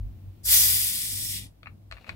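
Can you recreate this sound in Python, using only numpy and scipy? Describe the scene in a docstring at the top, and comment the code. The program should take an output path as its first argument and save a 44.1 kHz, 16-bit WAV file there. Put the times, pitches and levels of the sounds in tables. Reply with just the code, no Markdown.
"""Gas escapes from a plastic bottle of fizzy drink as its cap is eased open, close to a two-port microphone.
The bottle is on a kitchen counter. Filtered noise with breathy tones makes the jet: it hisses through the
threads, spits a little, dulls as the pressure falls and dies away. Then the plastic ticks (decaying sines
and noise cracks) and rubs under the fingers (noise grains). Low resonances shaken by noise make a rumble
that swells and sinks throughout, and a small hard room answers the ticks."""
import sys
import numpy as np
from scipy import signal
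from scipy.fft import rfft, irfft
from scipy.io import wavfile

SR = 44100
rng = np.random.default_rng(int(sys.argv[2]) if len(sys.argv) > 2 else 0)


def persist_wave(psi):
    """Save psi, clipped to +-1, as 16-bit WAV."""
    counts = np.round(np.clip(psi, -1, 1) * 32767).astype(np.int16)
    wavfile.write(sys.argv[1], SR, np.atleast_2d(counts).T)


N = 94903
T = np.arange(N) / SR  # s
HZ = np.maximum(np.arange(N // 2 + 1) * SR / N, 1)  # frequency of each spectrum bin
PORT_LAG_S = .00015  # sound from the bottle reaches the right port this much later


def amp(db):
    """Decibels to gain."""
    return 10 ** (np.asarray(db) / 20)


def unit(x):
    """Scale to an rms of 1."""
    return x / np.sqrt(np.mean(x ** 2))


def curve(table, axis=1):
    """One column of a time table, joined by straight lines."""
    rows = np.array(table)
    return np.interp(T, rows[:, 0], rows[:, axis])


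def colour(table, axis=1):
    """Gain at every frequency from a table of Hz and dB, joined along log frequency."""
    rows = np.array(table)
    return amp(np.interp(np.log(HZ), np.log(rows[:, 0]), rows[:, axis]))


def shape(x, gain):
    """Filter by a gain for each frequency."""
    return irfft(rfft(x) * gain, N)


def above(hz):
    """Steep crossover: the share that lies above hz."""
    return 1 / (1 + (hz / HZ) ** 12)


def late(x, lag_s):
    """Delay by any time, even between samples; the end wraps round to the start."""
    return shape(x, np.exp(-2j * np.pi * HZ * lag_s))


def fade(t60, t=T):
    """Decay that loses 60 dB in t60 seconds."""
    return np.exp(-np.log(1000) * t / t60)


def ring(x, response):
    """Play x through an impulse response."""
    return signal.fftconvolve(x, response)[:N]


def pan(db):
    """Left and right gains; positive dB makes the left louder by that much."""
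    return amp(np.array([[db], [-db]]) / 2)


def grains(per_s):
    """Sparse random impulses of uneven size."""
    return (rng.random(N) < per_s / SR) * rng.standard_normal(N)


def wide(gain, side_db):
    """Coloured noise: a part alike on both ports (rms 1) plus a part of opposite sign, side_db relative to it."""
    mid, side = shape(rng.standard_normal((2, N)), gain)
    return unit(mid) + amp(side_db) * unit(side) * np.array([[1], [-1]])


# Colour of the still room at the microphone. Each row: frequency in Hz, gain in dB.
FLOOR_COLOUR = [(100, -4), (400, -4), (700, -7.5), (1500, -19), (4000, -21), (7000, -27), (12000, -24),
                (15000, -21)]
FLOOR_DB = -70


def still_air():
    """Steady faint noise, more unlike than alike on the two ports."""
    return amp(FLOOR_DB) * wide(colour(FLOOR_COLOUR), side_db=2)


def throb(hz, width_hz, side_db):
    """A low resonance shaken at random, with its swings in strength partly evened out."""
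    resonance = 1 / (1 + ((HZ - hz) / (width_hz / 2)) ** 2)
    low_cut = above(38) ** 2
    x = wide(resonance * low_cut, side_db)
    strength = np.abs(signal.hilbert(x.mean(0)))
    return unit(x / np.sqrt(strength ** 2 + .3))


# Low rumble at the microphone, before the pan.
# Each row: time in seconds, then the levels of the deep, boom and upper bands in dB.
RUMBLE_LEVELS = [(0.0, -33, -34, -58), (0.06, -33.5, -42, -54.5), (0.21, -60.5, -47.5, -56),
                 (0.28, -48, -38, -56), (0.38, -62, -54, -58), (0.48, -40, -47, -55.5),
                 (0.6, -45.5, -41.5, -53.5), (0.78, -47.5, -40.5, -52), (0.95, -54, -56.5, -54.5),
                 (1.17, -51.5, -41.5, -54), (1.45, -47.5, -47, -51.5), (1.56, -61, -65, -68.5),
                 (1.71, -55.5, -47, -55), (1.81, -66, -52.5, -60.5), (1.94, -46, -51, -65.5),
                 (2.06, -67, -65.5, -63), (2.1, -52, -43.5, -52), (2.15, -54, -45.5, -51)]
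# Colour of the dull upper band. Each row: frequency in Hz, gain in dB.
RUMBLE_UPPER_COLOUR = [(90, -9.5), (135, 2), (200, -1), (300, -5), (345, -9), (400, -18.5), (700, -22.5),
                       (1500, -34.5), (4000, -49)]


def rumble():
    """Two low resonances and a dull band above them swell and sink."""
    deep = throb(hz=53.2, width_hz=20, side_db=-15) * amp(curve(RUMBLE_LEVELS))
    boom = throb(hz=98, width_hz=13, side_db=-18) * amp(curve(RUMBLE_LEVELS, axis=2))
    upper = wide(colour(RUMBLE_UPPER_COLOUR), side_db=-8.5) * amp(curve(RUMBLE_LEVELS, axis=3))
    return (deep + boom + upper) * pan(db=2.5)


ECHO_T60_S, ROOM_T60_S, ROOM_TREBLE_T60_S = 0.044, 0.13, 0.097


def kitchen(x, echo_db, room_db):
    """Direct sound reaches the left port first; counter and bottles add quick echoes, the walls a short tail."""
    ports = []
    for lag in (0, PORT_LAG_S):
        near, far = rng.standard_normal((2, N))
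        near = near * fade(ECHO_T60_S) * (T > .001)
        treble = shape(far, above(4500))
        far = (far - treble) * fade(ROOM_T60_S) + treble * fade(ROOM_TREBLE_T60_S)
        far = far * (T > .006)
        echoes = (amp(echo_db) * unit(near) + amp(room_db) * unit(far)) / np.sqrt(N)
        ports.append(late(x, lag) + ring(x, echoes))
    return np.array(ports) / np.sqrt(1 + amp(echo_db) ** 2 + amp(room_db) ** 2)


HAND_PAN_DB = 6  # ticks and rubbing are louder at the left port

# Skin on the cap, close to the microphone, before the pan. Each row: time in seconds, level in dB.
RUB_LEVEL = [(1.9, -94.5), (1.93, -57.5), (1.99, -61), (2.02, -60), (2.05, -60.5), (2.08, -53.5),
             (2.15, -60)]
# Colour of the rubbing. Each row: frequency in Hz, gain in dB.
RUB_COLOUR = [(300, -6.5), (620, 2), (900, -5), (1900, -9), (2750, -2), (3200, -11.5), (4300, -8.5),
              (5100, -19), (9000, -26.5), (16000, -27.5)]
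RUB_GRAINS_PER_S, RUB_HISS_DB = 2500, -4  # hiss relative to the grains


def fingers():
    """Skin drags over the ribs of the cap: fine grains on a soft hiss."""
    drag = unit(grains(RUB_GRAINS_PER_S)) + amp(RUB_HISS_DB) * rng.standard_normal((2, N))
    return unit(shape(drag, colour(RUB_COLOUR))) * amp(curve(RUB_LEVEL)) * pan(HAND_PAN_DB)


# Ring of the plastic. Each row: frequency in Hz, level in dB before the lift, 60 dB decay in seconds.
PLASTIC_MODES = [(652, -15, 0.043), (1137, -8, .02), (1390, -3, 0.0084), (1730, -4, .011),
                 (2200, -4.5, .014), (2530, -2.5, .015), (2735, -7.5, 0.011), (3610, -17, .01),
                 (3950, -14, 0.018), (4280, -11, .013)]
FOCUS_DB, FOCUS_OCTAVES = 5.5, .28  # lift of the modes nearest the part excited most, and its spread


def plastic_ring(focus_hz):
    """Decaying sines, the modes near focus_hz lifted; peak of 1."""
    body = np.zeros(N)
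    t = T[:SR // 10]
    for k, (hz, mode_db, t60) in enumerate(PLASTIC_MODES):
        lift_db = FOCUS_DB * np.exp(-(np.log2(hz / focus_hz) / FOCUS_OCTAVES) ** 2)
        sign = (-1) ** k
        body[:len(t)] += sign * amp(mode_db + lift_db) * np.sin(2 * np.pi * hz * t) * fade(t60, t)
    return body / np.abs(body).max()


# Ticks of cap and bottle wall, close to the microphone. Each row: start in seconds, level in dB,
# sharp crack in dB relative to that level, top edge of a soft contact in Hz, part of the ring excited most in Hz.
TICKS = [(1.6308, -39, -7.5, 5260, 1400), (1.6582, -35.5, -20, 3120, 2610), (1.6606, -41, -22, 3000, 2400),
         (1.6693, -31, -23, 2820, 1096), (1.6715, -33.5, -17, 4300, 2500), (1.9126, -32, -7, 12000, 1500),
         (1.9234, -29, -10.5, 9000, 1250), (1.9676, -41, -14, 5000, 1700), (1.973, -42.5, -15, 4500, 2630),
         (1.9818, -43.5, -14, 4800, 1105), (2.0433, -41.5, -21, 4950, 2510),
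         (2.0665, -41.5, -18, 4500, 704), (2.076, -40.5, -22, 3400, 2650), (2.0903, -47, -20.5, 3500, 2100),
         (2.091, -32, -20, 3500, 1100), (2.093, -23, -13.5, 9000, 2013), (2.0966, -35, -21, 7000, 2190)]
# Colour of the crack. Each row: frequency in Hz, gain in dB.
CRACK_COLOUR = [(500, -13.5), (1500, 3), (4500, 2), (6000, -12), (9000, -12), (12000, -17), (16000, -23)]
CRACK_T60_S, RING_DB = 0.017, 3.5
SNAP_LEAK_DB = -13  # treble that even a soft contact lets through


def plastic():
    """The cap slips in small jerks; each cracks and rings the plastic, duller where the contact is soft."""
    dry = np.zeros(N)
    for start, db, crack_db, top_hz, focus_hz in TICKS:
        crack = unit(shape(rng.standard_normal(N), colour(CRACK_COLOUR))) * fade(CRACK_T60_S)
        tick = late(amp(RING_DB) * plastic_ring(focus_hz) + amp(crack_db) * crack, start)
        soft = 1 / np.sqrt(1 + (HZ / top_hz) ** 8)
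        dry += amp(db) * shape(tick, np.maximum(soft, amp(SNAP_LEAK_DB)))
    return kitchen(dry, echo_db=-7.5, room_db=-11) * pan(HAND_PAN_DB)


# Colour of the thin seep of gas. Each row: frequency in Hz, gain in dB.
SEEP_COLOUR = [(1000, -12), (2400, -3.5), (4500, -10), (7000, -15), (11000, -14.5), (15000, -5)]
SEEP_DB, SEEP_END_S = -68, .45


def seep():
    """A faint hiss of gas until the seal gives."""
    hiss = unit(shape(rng.standard_normal((2, N)), colour(SEEP_COLOUR)))
    return amp(SEEP_DB) * hiss * (T < SEEP_END_S)


# Breathy tones of the gap under the cap. Each row: time of peak in seconds, spread in seconds,
# frequency at the peak in Hz, width in Hz, glide in Hz per second, level in dB relative to the hiss,
# pan in dB with the left positive.
WHISTLES = [(0.87, .3, 11280, 150, -600, -11.5, -0.5), (.848, .009, 11280, 200, 0, -2.5, 2),
            (.465, 0.036, 11550, 220, -600, -7.5, 0), (.57, 0.085, 6150, 380, -300, -11.5, 3.5),
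            (.6, 0.7, 4950, 150, -100, -17.5, 2.5), (1.3, 0.25, 5500, 150, 100, -13, -1),
            (1.15, 0.32, 8340, 200, -61, -12.5, 3.5), (1.2, .3, 10000, 110, 0, -16, 2),
            (.65, .2, 13050, 260, -300, -17, 3)]


def whistle():
    """Breathy edge tones come and go, some gliding a little as the gap and the pressure change."""
    tones = 0
    for peak_s, spread_s, hz, width_hz, glide, db, pan_db in WHISTLES:
        waver = shape(rng.standard_normal((2, N)), 1 / (1 + (HZ / width_hz) ** 2))
        cycles = np.cumsum(hz + glide * (T - peak_s)) / SR
        tone = unit(waver * np.sin(2 * np.pi * cycles))
        swell = np.exp(-((T - peak_s) / spread_s) ** 2)
        tones = tones + tone * amp(db) * swell * pan(pan_db)
    return tones


# Colour of the jet leaving the cap. Each row: frequency in Hz, gains at the left and right ports in dB.
JET_COLOUR = [(400, -32, -32.5), (950, -26, -27.5), (1300, -25.5, -24), (2020, -9, -21.5), (2650, -12, -13),
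              (3150, -8.5, -10.5), (3700, -2, -8), (3760, -12, -8), (4700, -4, -7.5), (5500, -5.5, -5.5),
              (6600, -6, -13.5), (7510, -4, -4.5), (7900, -3.5, -3), (9020, 0, -7), (9600, -1, -2),
              (10900, -2.5, 0), (12300, -4, -9.5), (15700, -7, -5.5)]
FLUTTER_DB, FLUTTER_TOP_HZ = 0.42, 35  # rms depth, and upper edge of its random wavering
SPIT_S, SPIT_WIDTH_S = .5, .06
SPITS_PER_S, SPIT_DB = 440, -9  # droplets blown out as the seal parts; level relative to the direct hiss
JET_SCATTER_DB = 0  # hiss that reaches the ports by many unrelated paths
COUNTER_ECHO_DB, COUNTER_LAGS_S = -11, np.array([[.0021], [.0034]])  # bounce to left and right ports


def turbulent_jet():
    """Turbulence as noise, with early droplets and a bounce off the counter, coloured by the cap."""
    flutter_noise = unit(shape(rng.standard_normal(N), 1 - above(FLUTTER_TOP_HZ)))
    flutter = amp(FLUTTER_DB * flutter_noise)
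    burst = np.exp(-((T - SPIT_S) / SPIT_WIDTH_S) ** 2)
    spit = amp(SPIT_DB) * unit(grains(SPITS_PER_S)) * burst
    direct = rng.standard_normal(N) + spit
    scatter = amp(JET_SCATTER_DB) * rng.standard_normal((2, N))
    jet = np.array([direct, late(direct, PORT_LAG_S)]) + scatter
    jet = jet + amp(COUNTER_ECHO_DB) * late(jet, COUNTER_LAGS_S)
    return shape(jet * flutter, np.array([colour(JET_COLOUR), colour(JET_COLOUR, axis=2)]))


# Escaping gas, before the trims below.
# Each row: time in seconds, treble level in dB, level of the throaty band in dB.
GAS_FLOW = [(0.425, -99, -94), (0.435, -54, -78), (0.458, -30, -54.5), (0.48, -27.5, -42),
            (0.53, -19.5, -33), (0.6, -21.5, -36), (0.72, -25, -39), (0.85, -28.5, -42), (0.93, -31, -43),
            (1.09, -34, -47), (1.24, -34.5, -49), (1.3, -34, -48), (1.372, -36.5, -44), (1.466, -55.5, -62),
            (1.53, -84, -95.5), (1.56, -110, -110)]
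THROAT_HZ, TREBLE_HZ, AIR_HZ = 1800, 4096, 11700  # edges of roar, throat, treble and air
TREBLE_DB, THROAT_DB, ROAR_DB, AIR_DB = 3.5, 4.5, 3, 6  # trims; roar and air also take the treble trim
ROAR_DB_PER_DB, AIR_DB_PER_DB = 0.37, 0.37  # extra fall of roar and air for each dB the flow drops


def gas():
    """Gas rushes out under the cap; high pressure adds low roar and top air."""
    flow_db, throat_db = curve(GAS_FLOW), curve(GAS_FLOW, axis=2)
    drop_db = flow_db - flow_db.max()
    jet = turbulent_jet()
    treble, air = shape(jet, above(TREBLE_HZ)), shape(jet, above(AIR_HZ))
    roar = shape(jet, 1 - above(THROAT_HZ))
    throat = unit(jet - treble - roar)
    rush = treble - air
    rush = rush + air * amp(AIR_DB + AIR_DB_PER_DB * drop_db)
    rush = rush + roar * amp(ROAR_DB + ROAR_DB_PER_DB * drop_db)
    hiss = rush / treble.std() + whistle()
    return hiss * amp(flow_db + TREBLE_DB) + throat * amp(throat_db + THROAT_DB)


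def scene():
    """Still air, rumble, rubbing, ticks, seep and the rush of gas, summed at the two ports."""
    return still_air() + rumble() + fingers() + plastic() + seep() + gas()


def record(dry):
    """The recorder cuts the top steeply above 15720 Hz."""
    top_cut = signal.ellip(12, .1, 90, 15720, fs=SR, output="sos")
    return signal.sosfilt(top_cut, dry)


dry = scene()
out = record(dry)
persist_wave(out)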